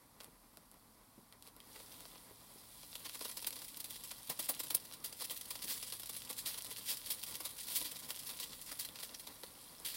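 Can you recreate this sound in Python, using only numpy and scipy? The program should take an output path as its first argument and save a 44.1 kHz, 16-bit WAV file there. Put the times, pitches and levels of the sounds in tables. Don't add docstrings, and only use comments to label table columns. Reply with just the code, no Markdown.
import sys
import numpy as np
from scipy import signal
from scipy.fft import rfft, irfft, next_fast_len
from scipy.io import wavfile
from scipy.ndimage import uniform_filter1d, map_coordinates

SR = 44100
rng = np.random.default_rng(int(sys.argv[2]) if len(sys.argv) > 2 else 0)


def dump_mix(stems):
    frames = np.atleast_2d(stems).T
    limited = np.clip(frames, -1, 1)
    pcm = np.round(limited * 32767).astype(np.int16)
    wavfile.write(sys.argv[1], SR, pcm)


N = 439236

# freq_hz, gain_db
AIR_EQ = [(15, -49), (26, -17), (37, 6), (55, -4), (85, -8.5), (140, -8), (245, -2), (400, -17), (1000, -9),
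          (1500, -19.5), (2700, -27.5), (4700, -20.5), (7000, -25), (11500, -17), (16000, -26)]
# time_s, level_db
HUM_RIDE = [(0.0, -82.5), (1.5, -77.5), (7.0, -75.5), (8.0, -80)]
# time_s, level_db
MURMUR_RIDE = [(0.0, -70.5), (1.1, -71), (1.9, -63), (2.7, -67), (4.4, -64.5), (9.96, -63.5)]
# freq_hz, gain_db
MURMUR_EQ = [(20, -55), (55, -5), (120, -4), (155, -1.5), (190, -4), (270, 0), (375, -8), (475, -4),
             (680, -8.5), (1100, -5.5), (1500, -13.5), (2300, -12.5), (6000, -60)]
# time_s, level_db
FLAP_CUES = [(0.28, -51.5), (0.574, -54), (1.18, -50.5), (1.565, -55), (2.307, -48), (2.557, -52),
             (3.21, -49.5), (4.297, -44.5), (5.644, -45.5), (7.813, -45), (8.498, -52), (9.431, -50)]
# freq_hz, gain_db
FLAP_EQ = [(20, -32), (45, -7), (110, -5), (280, 6.5), (1000, -13.5), (3000, -66)]
# time_s, level_db
FLOW_RIDE = [(0.0, -75.5), (1.55, -74.5), (1.73, -63), (1.98, -61), (2.33, -66.5), (2.85, -61.5),
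             (3.2, -57.5), (3.55, -57.5), (3.72, -58), (4.25, -59), (4.6, -54.5), (5.0, -64.5),
             (5.35, -54.5), (6.0, -57.5), (6.7, -55.5), (7.3, -54.5), (7.53, -58), (7.8, -51.5),
             (8.05, -59.5), (8.45, -55), (8.95, -62.0), (9.4, -61.5), (9.96, -62.5)]
# freq_hz, gain_db
JET_EQ = [(60, -56), (500, -26.5), (1500, -14.5), (1900, -8), (2700, -7.5), (3200, -0.5), (4900, 0.5),
          (6500, -7), (8200, -1.5), (10000, 2.5), (11500, 1), (13300, -2.5), (15500, -2)]
# peak_s, level_db, rise_s, drain_s, puff_over_hiss_db, treble_over_mids_db
SPURT_CUES = [(0.205, -58.0, 0.008, 0.37, 1, 2), (1.479, -59.0, 0.053, 0.13, -8, -2.0),
              (1.761, -53.5, 0.02, 0.15, -0.5, -5), (1.801, -56, 0.018, 0.15, -4, -3.5),
              (2.953, -45, 0.002, 0.053, -7.5, 0), (3.063, -42.5, 0.022, 0.06, -5, -7),
              (3.095, -47, 0.005, 0.052, -17, -8), (3.157, -47, 0.028, 0.061, -3.5, -1),
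              (3.211, -42.5, 0.0054, 0.15, -7, -4), (3.251, -40.5, 0.0066, 0.12, -8.0, -2.5),
              (3.301, -47.0, 0.016, 0.053, -6.0, -2), (3.372, -39.5, 0.006, 0.079, -10, -2.0),
              (3.427, -43.5, 0.0055, 0.041, -9.0, 4), (3.446, -46, 0.004, 0.05, -13, -5),
              (3.472, -35, 0.007, 0.068, -8.5, 0.5), (3.529, -44.0, 0.006, 0.047, -7.5, -3),
              (3.566, -49.5, 0.02, 0.22, -9.0, 0), (3.621, -50.5, 0.016, 0.12, -6, -2.0),
              (3.773, -46.5, 0.006, 0.044, -7, 1.0), (3.805, -41, 0.0084, 0.035, -12, 3),
              (3.844, -41.5, 0.003, 0.05, -14, -1.5), (3.908, -43.5, 0.012, 0.089, -21, 0),
              (3.96, -45.0, 0.0045, 0.054, -8.0, 2), (4.039, -45.5, 0.0041, 0.2, -12, 1),
              (4.115, -41, 0.0054, 0.034, -10, -1), (4.3, -37.0, 0.0075, 0.14, -4.5, 1),
              (4.394, -36.0, 0.004, 0.12, -9.5, -1.5), (4.426, -44, 0.004, 0.04, -20.0, 2),
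              (4.494, -33.5, 0.01, 0.11, -6.5, 4.5), (4.603, -36.5, 0.012, 0.047, -10, 0.0),
              (4.637, -41, 0.004, 0.07, -11.5, 3), (4.706, -37.0, 0.005, 0.11, -9.0, 2),
              (4.75, -26.5, 0.006, 0.034, -19.0, 8.0), (4.853, -47, 0.003, 0.043, -8, -1.0),
              (4.939, -47.5, 0.016, 0.11, -21, -1), (5.046, -38.0, 0.0064, 0.18, -17, 2),
              (5.128, -45.0, 0.005, 0.037, -7, -2.0), (5.225, -41, 0.041, 0.049, -6, -2.5),
              (5.253, -40.5, 0.022, 0.037, -19.0, -2), (5.299, -43.0, 0.002, 0.06, -14, -6),
              (5.31, -39.5, 0.01, 0.13, -10.5, 1), (5.412, -41, 0.003, 0.04, -14.0, -6),
              (5.508, -37.5, 0.005, 0.072, -9, -1.5), (5.557, -41, 0.005, 0.045, -8, -6),
              (5.624, -41.5, 0.004, 0.12, -17, -4), (5.645, -39, 0.007, 0.04, -14, 0),
              (5.708, -38, 0.044, 0.35, -16.5, -1.5), (5.778, -44, 0.003, 0.028, -12.0, -7),
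              (5.828, -44, 0.006, 0.19, -11.0, -4.0), (5.871, -47.5, 0.012, 0.19, -17.0, -1.0),
              (5.901, -43, 0.003, 0.06, -21, -3.0), (5.924, -41.0, 0.0033, 0.13, -12, -1.5),
              (5.998, -43.5, 0.003, 0.075, -10, 2), (6.035, -42.0, 0.005, 0.025, -7, -1),
              (6.097, -40.5, 0.0075, 0.038, -6, 2.5), (6.132, -45.5, 0.0056, 0.045, -17, -1.5),
              (6.166, -42, 0.005, 0.083, -14, 1), (6.308, -41, 0.022, 0.064, -3.5, 0),
              (6.387, -41.5, 0.017, 0.16, -24, 0), (6.463, -37.5, 0.0099, 0.37, -14.5, -2.5),
              (6.544, -40.5, 0.004, 0.046, -11.0, -7), (6.587, -41.5, 0.014, 0.036, -11.0, -0.5),
              (6.717, -43.5, 0.012, 0.031, -5.5, -7), (6.788, -46.0, 0.017, 0.085, -9, 0),
              (6.91, -36, 0.059, 0.22, -16.5, -2.5), (7.063, -44.0, 0.0055, 0.18, -14, -2),
              (7.106, -34, 0.006, 0.14, -15, 0), (7.237, -40.0, 0.004, 0.051, -14, -2.0),
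              (7.276, -47.5, 0.015, 0.58, -8.5, 1), (7.355, -41.0, 0.004, 0.06, -26.0, -3),
              (7.406, -42.5, 0.0063, 0.097, -3.5, 0), (7.458, -40, 0.017, 0.11, -8.0, -4),
              (7.584, -44.5, 0.0037, 0.17, -17, -5), (7.683, -40.5, 0.0063, 0.07, -13, -2.0),
              (7.705, -43.5, 0.014, 0.71, -12.5, 1), (7.767, -33, 0.025, 0.12, -23.0, 0.5),
              (7.815, -45, 0.005, 0.078, -5, -10), (7.857, -40, 0.022, 0.17, -14.5, -3),
              (7.92, -43.0, 0.015, 0.054, -17.0, 0.0), (7.963, -43.5, 0.0096, 0.1, -13, -5.0),
              (8.032, -50.5, 0.01, 0.21, -9.5, -6), (8.094, -44, 0.01, 0.07, -8, 0),
              (8.106, -40.5, 0.007, 0.11, -7, 2), (8.162, -47.5, 0.004, 0.12, -11, -1.0),
              (8.196, -43.5, 0.009, 0.093, -33.0, 0), (8.235, -48, 0.007, 0.05, -21.0, -2.5),
              (8.275, -44.0, 0.027, 0.09, -26.0, 0), (8.299, -44.5, 0.02, 0.2, -9, -3.0),
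              (8.401, -39, 0.0037, 0.12, -13, -2.5), (8.437, -41.5, 0.022, 0.03, -17, -7),
              (8.534, -49, 0.027, 0.065, -6.0, -6), (8.69, -49, 0.022, 0.25, -13, -6),
              (8.72, -41.5, 0.008, 0.073, -2.5, 0), (8.797, -39, 0.01, 0.22, -27, -1.0),
              (8.852, -39.0, 0.0044, 0.053, -19, -4.0), (8.958, -45.5, 0.0028, 0.091, -12.0, -7.0),
              (9.004, -47.0, 0.023, 0.11, -9.0, -4), (9.035, -44.0, 0.015, 0.18, -15, -3),
              (9.147, -43, 0.0071, 0.053, -20.0, -10), (9.198, -47, 0.004, 0.091, -25, 0),
              (9.274, -43, 0.008, 0.037, -6.0, -2.5), (9.437, -48, 0.007, 0.063, -1, -2),
              (9.851, -39.5, 0.0048, 0.59, -18, -3), (9.952, -43, 0.02, 0.068, -29.0, -1)]
# freq_hz, gain_db
PUFF_EQ = [(30, -27), (170, -11.5), (300, 5), (385, -11), (475, 5.5), (680, -3), (850, 1), (1150, 1.5),
           (1500, -8.5), (2200, -3), (4000, -20), (9000, -29)]
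# start_s, click_db, crack_db, knock_db
SNAP_CUES = [(0.204, -64, -44.5, -46), (0.2086, -53, -46, -51), (0.2352, -50, -61, -56),
             (0.2398, -63, -67, -54), (0.2447, -44, -53, -58), (0.572, -45, -50, -51),
             (0.7151, -50, -61, -61), (0.7423, -56, -66, -62), (1.3252, -49.5, -51, -61),
             (1.4246, -45, -51.5, -60), (1.4748, -48, -53, -51), (1.5653, -48.5, -58, -52),
             (1.6032, -49, -49, -59), (1.8018, -50, -52, -46), (1.9425, -53, -49, -58),
             (2.0065, -45, -48, -50), (2.0539, -57, -44, -46.5), (2.1567, -63, -50, -47.5),
             (2.8326, -66, -47, -48), (2.9298, -60, -44.5, -51), (2.9549, -45, -39, -44),
             (3.0656, -48, -46, -43), (3.0954, -39, -40, -51), (3.2113, -55, -43, -38.5),
             (3.2238, -38, -44, -56), (3.2537, -45, -44, -39.5), (3.3188, -55, -48, -57),
             (3.3933, -46, -42, -55), (3.4462, -44, -38, -49), (3.507, -36.5, -43, -55),
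             (3.5657, -43, -43, -48), (3.6188, -42, -50, -49), (3.844, -40, -49, -54),
             (4.1183, -40, -43, -46), (4.2318, -45, -58, -70), (4.2998, -35, -43, -40),
             (4.3909, -38, -51, -50), (4.4959, -35, -45, -33), (4.6034, -50, -43, -44),
             (4.6711, -41, -45, -62), (4.7069, -37, -35.5, -37.5), (4.746, -39, -49, -48),
             (4.7502, -23.5, -35, -42), (4.7696, -35, -43, -50), (4.9127, -48, -46, -51),
             (4.9247, -42, -44, -59), (5.2978, -41, -46, -47), (5.828, -42, -40.5, -46),
             (5.9241, -43, -40, -54), (6.5778, -43, -58, -48), (6.6223, -36.5, -56, -61),
             (6.6467, -37, -44, -48), (7.8147, -55, -40, -47), (7.8525, -42, -51, -62),
             (7.8955, -45, -56, -61), (8.106, -41, -36.5, -46), (8.8886, -44, -42.5, -51),
             (8.9588, -55, -45, -51), (8.9885, -55, -42, -53), (9.0316, -47, -42, -44),
             (9.093, -61, -44, -53), (9.146, -52, -49, -54), (9.198, -48, -51, -53),
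             (9.4349, -56, -40.5, -41), (9.8003, -43.5, -58, -51)]
# freq_hz, gain_db
CLICK_EQ = [(40, -64), (300, -54), (1500, -29), (4000, -10), (7000, 3.5), (11000, 13.5), (16000, 0)]
# freq_hz, gain_db
CRACK_EQ = [(300, -14), (1400, -8), (2300, -2.5), (3200, 4.5), (5400, -0.5), (6700, -8), (12000, -13)]
# freq_hz, gain_db
KNOCK_EQ = [(120, -16.5), (290, 2), (380, -6), (475, 7.5), (700, -0.5), (1100, 1.5), (1600, -16.5),
            (4000, -20.5)]
# delay_s, gain
REFLECTIONS = [(.00508, .17), (.00617, .18), (.00717, .09), (.0102, .11)]
# freq_hz, t60_s
ROOM_DECAY = [(150, 0.54), (1000, 0.33), (5000, 0.092), (15000, 0.1)]

SMOULDER_DB = -70.5
FAST_JET_DB, JET_TILT = -46, 0.32


def amp(db):
    return 10 ** (np.asarray(db) / 20)


def unit(x):
    return x / np.sqrt(np.mean(x ** 2) + 1e-20)


def along(points, hz):
    freqs, values = np.transpose(points)
    return np.interp(np.log(hz + 1), np.log(freqs + 1), values)


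def ride(rows):
    return np.interp(np.arange(N) / SR, *np.transpose(rows))


def wobble(rate):
    return map_coordinates(rng.standard_normal(int(N * rate / SR) + 4), [np.arange(N) * rate / SR])


def filtered(x, response):
    size = next_fast_len(N + SR // 2)
    return irfft(rfft(x, size) * response(np.fft.rfftfreq(size, 1 / SR)), size)[:N]


def coloured(x, eq, size=4096):
    cepstrum = irfft(np.log(amp(along(eq, np.fft.rfftfreq(size, 1 / SR)))))
    cepstrum[1:size // 2] *= 2
    cepstrum[size // 2 + 1:] = 0
    pulse = irfft(np.exp(rfft(cepstrum)))
    return signal.fftconvolve(x, pulse / np.linalg.norm(pulse))[:N]


def add_swell(power, peak_s, db, rise_s, drain_s):
    first, last = np.clip([round((peak_s - 2 * rise_s) * SR), round((peak_s + drain_s) * SR)], 0, N)
    t = np.arange(first, last) / SR - peak_s
    drop_db = np.where(t < 0, 20 * (t / rise_s) ** 2, 60 * t / drain_s * (1 + t / drain_s))
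    power[first:last] += amp(db - drop_db) ** 2


def room_tone(air_db=-67.0, hum_hz=111, waver_rad=1.13):
    phase = 2 * np.pi * hum_hz * np.arange(N) / SR + waver_rad * wobble(11)
    hum = np.sin(phase) * amp(2.4 * wobble(6))
    air = coloured(rng.standard_normal(N), AIR_EQ, size=16384)
    return amp(air_db) * air + amp(ride(HUM_RIDE)) * unit(hum)


def flame(murmur_db=-2, flicker_db=2.5, flap_db=-7, rise_s=0.012, drain_s=0.062):
    flap_power = np.zeros(N)
    for time_s, db in FLAP_CUES:
        add_swell(flap_power, time_s + rise_s / 2, db + flap_db, rise_s, drain_s)
    flicker = amp(ride(MURMUR_RIDE) + murmur_db + flicker_db * wobble(30))
    murmur = flicker * coloured(rng.standard_normal(N), MURMUR_EQ)
    return murmur + np.sqrt(flap_power) * coloured(rng.standard_normal(N), FLAP_EQ)


def pips(rate, spread_db):
    chance, size = rng.random(N), np.clip(rng.standard_normal(N), -2, 2)
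    return unit((chance < rate / SR) * np.sign(rng.standard_normal(N)) * amp(spread_db * size))


def fizz(rate, spread_db, rush_db=0.5):
    gas = unit(pips(rate, spread_db) + amp(rush_db) * rng.standard_normal(N))
    return coloured(gas, JET_EQ)


def sputter(rate, life_s, depth):
    openings = (rng.random(N) < rate / SR) * np.clip(rng.exponential(size=N), 0, 2)
    bursts = signal.lfilter([1], [1, -np.exp(-1 / (life_s * SR))], openings)
    return np.sqrt(1 - depth + depth * bursts / bursts.mean())


def vented(x, vents_hz=(2400, 3200, 4100, 5200, 7500, 10500, 14000), q=7.9):
    for hz in vents_hz:
        ring = signal.lfilter(*signal.iirpeak(hz, q, fs=SR), x)
        x = x + (amp(3 * np.tanh(wobble(16))) - 1) * ring
    return unit(x)


def falling(x, lag_s):
    return filtered(x, lambda hz: np.exp(-2j * np.pi * lag_s * 1000 * np.log(hz + 200)))


def seepage(trim_db=4.5, crackle_db=-14, popping_db=-14):
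    flow_db = ride(FLOW_RIDE)
    vigour = np.clip((flow_db - SMOULDER_DB) / 13, 0, 1)
    ragged = sputter(rate=50, life_s=.003, depth=.5 * vigour ** 4)
    pores = fizz(rate=2500, spread_db=6.5)
    hiss = ragged * (vigour * vented(pores) + (1 - vigour) * pores)
    crackle = amp(crackle_db) * coloured(pips(rate=66, spread_db=7.0), CLICK_EQ)
    popping = amp(popping_db) * falling(coloured(pips(rate=19, spread_db=5.5), CRACK_EQ), lag_s=.002)
    return amp(flow_db + trim_db) * (hiss + vigour * (crackle + popping))


def paced(x, like, size=600):
    return x * np.std(like) / np.sqrt(np.abs(uniform_filter1d(x ** 2, size)) + 1e-12)


def spurts(hiss_db=0.85, puff_db=-4.0, puff_lead_s=0.0033, crossovers_hz=(7000, 12000)):
    mid_power, high_power, top_power, puff_power = np.zeros((4, N))
    for peak_s, db, rise_s, drain_s, body_db, treble_db in SPURT_CUES:
        treble_share = 1 / (1 + amp(-treble_db) ** 2)
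        high_db = db + 10 * np.log10(2 * treble_share)
        tilt_db = JET_TILT * max(db - FAST_JET_DB, 0)
        add_swell(mid_power, peak_s, db + 10 * np.log10(2 * (1 - treble_share)), rise_s, drain_s)
        add_swell(high_power, peak_s, high_db - tilt_db / 2, rise_s, drain_s)
        add_swell(top_power, peak_s, high_db + tilt_db, rise_s, drain_s)
        add_swell(puff_power, peak_s - puff_lead_s, db + body_db, rise_s * 0.72, drain_s * 1.07)
    jet = amp(hiss_db) * vented(fizz(rate=6000, spread_db=4.5))
    mids, below_top = (filtered(jet, lambda hz: 1 / (1 + (hz / edge) ** 8)) for edge in crossovers_hz)
    weakness = 1 / (1 + (mid_power + high_power) / (2 * amp(FAST_JET_DB) ** 2))
    ragged = sputter(rate=170, life_s=.0012, depth=.15 + .6 * weakness)
    rasp = np.sqrt(mid_power) * paced(ragged * mids, mids)
    sizzle = np.sqrt(high_power) * (below_top - mids) + np.sqrt(top_power) * (jet - below_top)
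    puff = amp(puff_db) * np.sqrt(puff_power) * coloured(rng.standard_normal(N), PUFF_EQ)
    return rasp + np.sqrt(ragged) * sizzle + falling(puff, lag_s=.0035)


def snaps(click_db=15.5, crack_db=15.0, knock_db=13.5, colour_db=3, fizz_db=-22, fizz_t60_s=0.017):
    size = 2048
    clicks, cracks, knocks = tracks = np.zeros((3, N + 4 * size))
    t, split = np.arange(size) / SR, signal.unit_impulse(size)
    for start_s, *levels_db in SNAP_CUES:
        at = round(start_s * SR)
        escape = amp(fizz_db - 60 * t / fizz_t60_s) * rng.standard_normal(size)
        layers = (split, CLICK_EQ), (split + escape, CRACK_EQ), (split, KNOCK_EQ)
        for track, db, (push, eq) in zip(tracks, levels_db, layers):
            own_eq = [(hz, gain_db + colour_db * rng.standard_normal()) for hz, gain_db in eq]
            track[at:at + size] += amp(db) * coloured(push, own_eq)[:size]
    return (amp(click_db) * clicks[:N]
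            + amp(crack_db) * falling(cracks[:N], lag_s=.0009)
            + amp(knock_db) * falling(knocks[:N], lag_s=.0022))


def crust_ticks(rate=28, pitch_hz=4200, spread_oct=0.5, t60_s=0.0047, over_flow_db=10.5, scatter_db=6):
    size = 512
    track, t, flow_db = np.zeros(N + size), np.arange(size) / SR, ride(FLOW_RIDE)
    for when, pitch, strength in rng.random((round(rate * N / SR), 3)):
        at = int(when * N)
        hz = pitch_hz * 2 ** (spread_oct * (2 * pitch - 1))
        db = flow_db[at] + over_flow_db + scatter_db * (2 * strength - 1)
        if flow_db[at] > SMOULDER_DB:
            track[at:at + size] += amp(db - 60 * t / t60_s) * np.sin(2 * np.pi * hz * t)
    return track[:N]


def lab(x, clutter_db=-11, clutter_t60_s=0.056, low_cut_hz=1500, tail_db=-17):
    hz, t, noise = signal.stft(rng.standard_normal(SR // 2), SR, nperseg=256)
    decay = amp(-60 * t / along(ROOM_DECAY, hz)[:, None])
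    tail = signal.istft(noise * decay, SR, nperseg=256)[1]
    age = np.arange(len(tail)) / SR
    early = rng.standard_normal(len(age)) * amp(-60 * age / clutter_t60_s) * (age > .001)
    early *= amp(clutter_db) / np.linalg.norm(early)
    for delay_s, gain in REFLECTIONS:
        early[round(delay_s * SR)] += gain
    early = signal.lfilter(*signal.butter(1, low_cut_hz, "high", fs=SR), early)
    return x + signal.fftconvolve(x, early + amp(tail_db) * tail / np.linalg.norm(tail))[:N]


def scene():
    heap = spurts() + seepage() + crust_ticks() + snaps() + flame()
    return (lab(heap) + room_tone())[None]


def record(dry, top_hz=15950):
    return filtered(dry[0], lambda hz: hz < top_hz)[None]


dry = scene()
out = record(dry)
dump_mix(out)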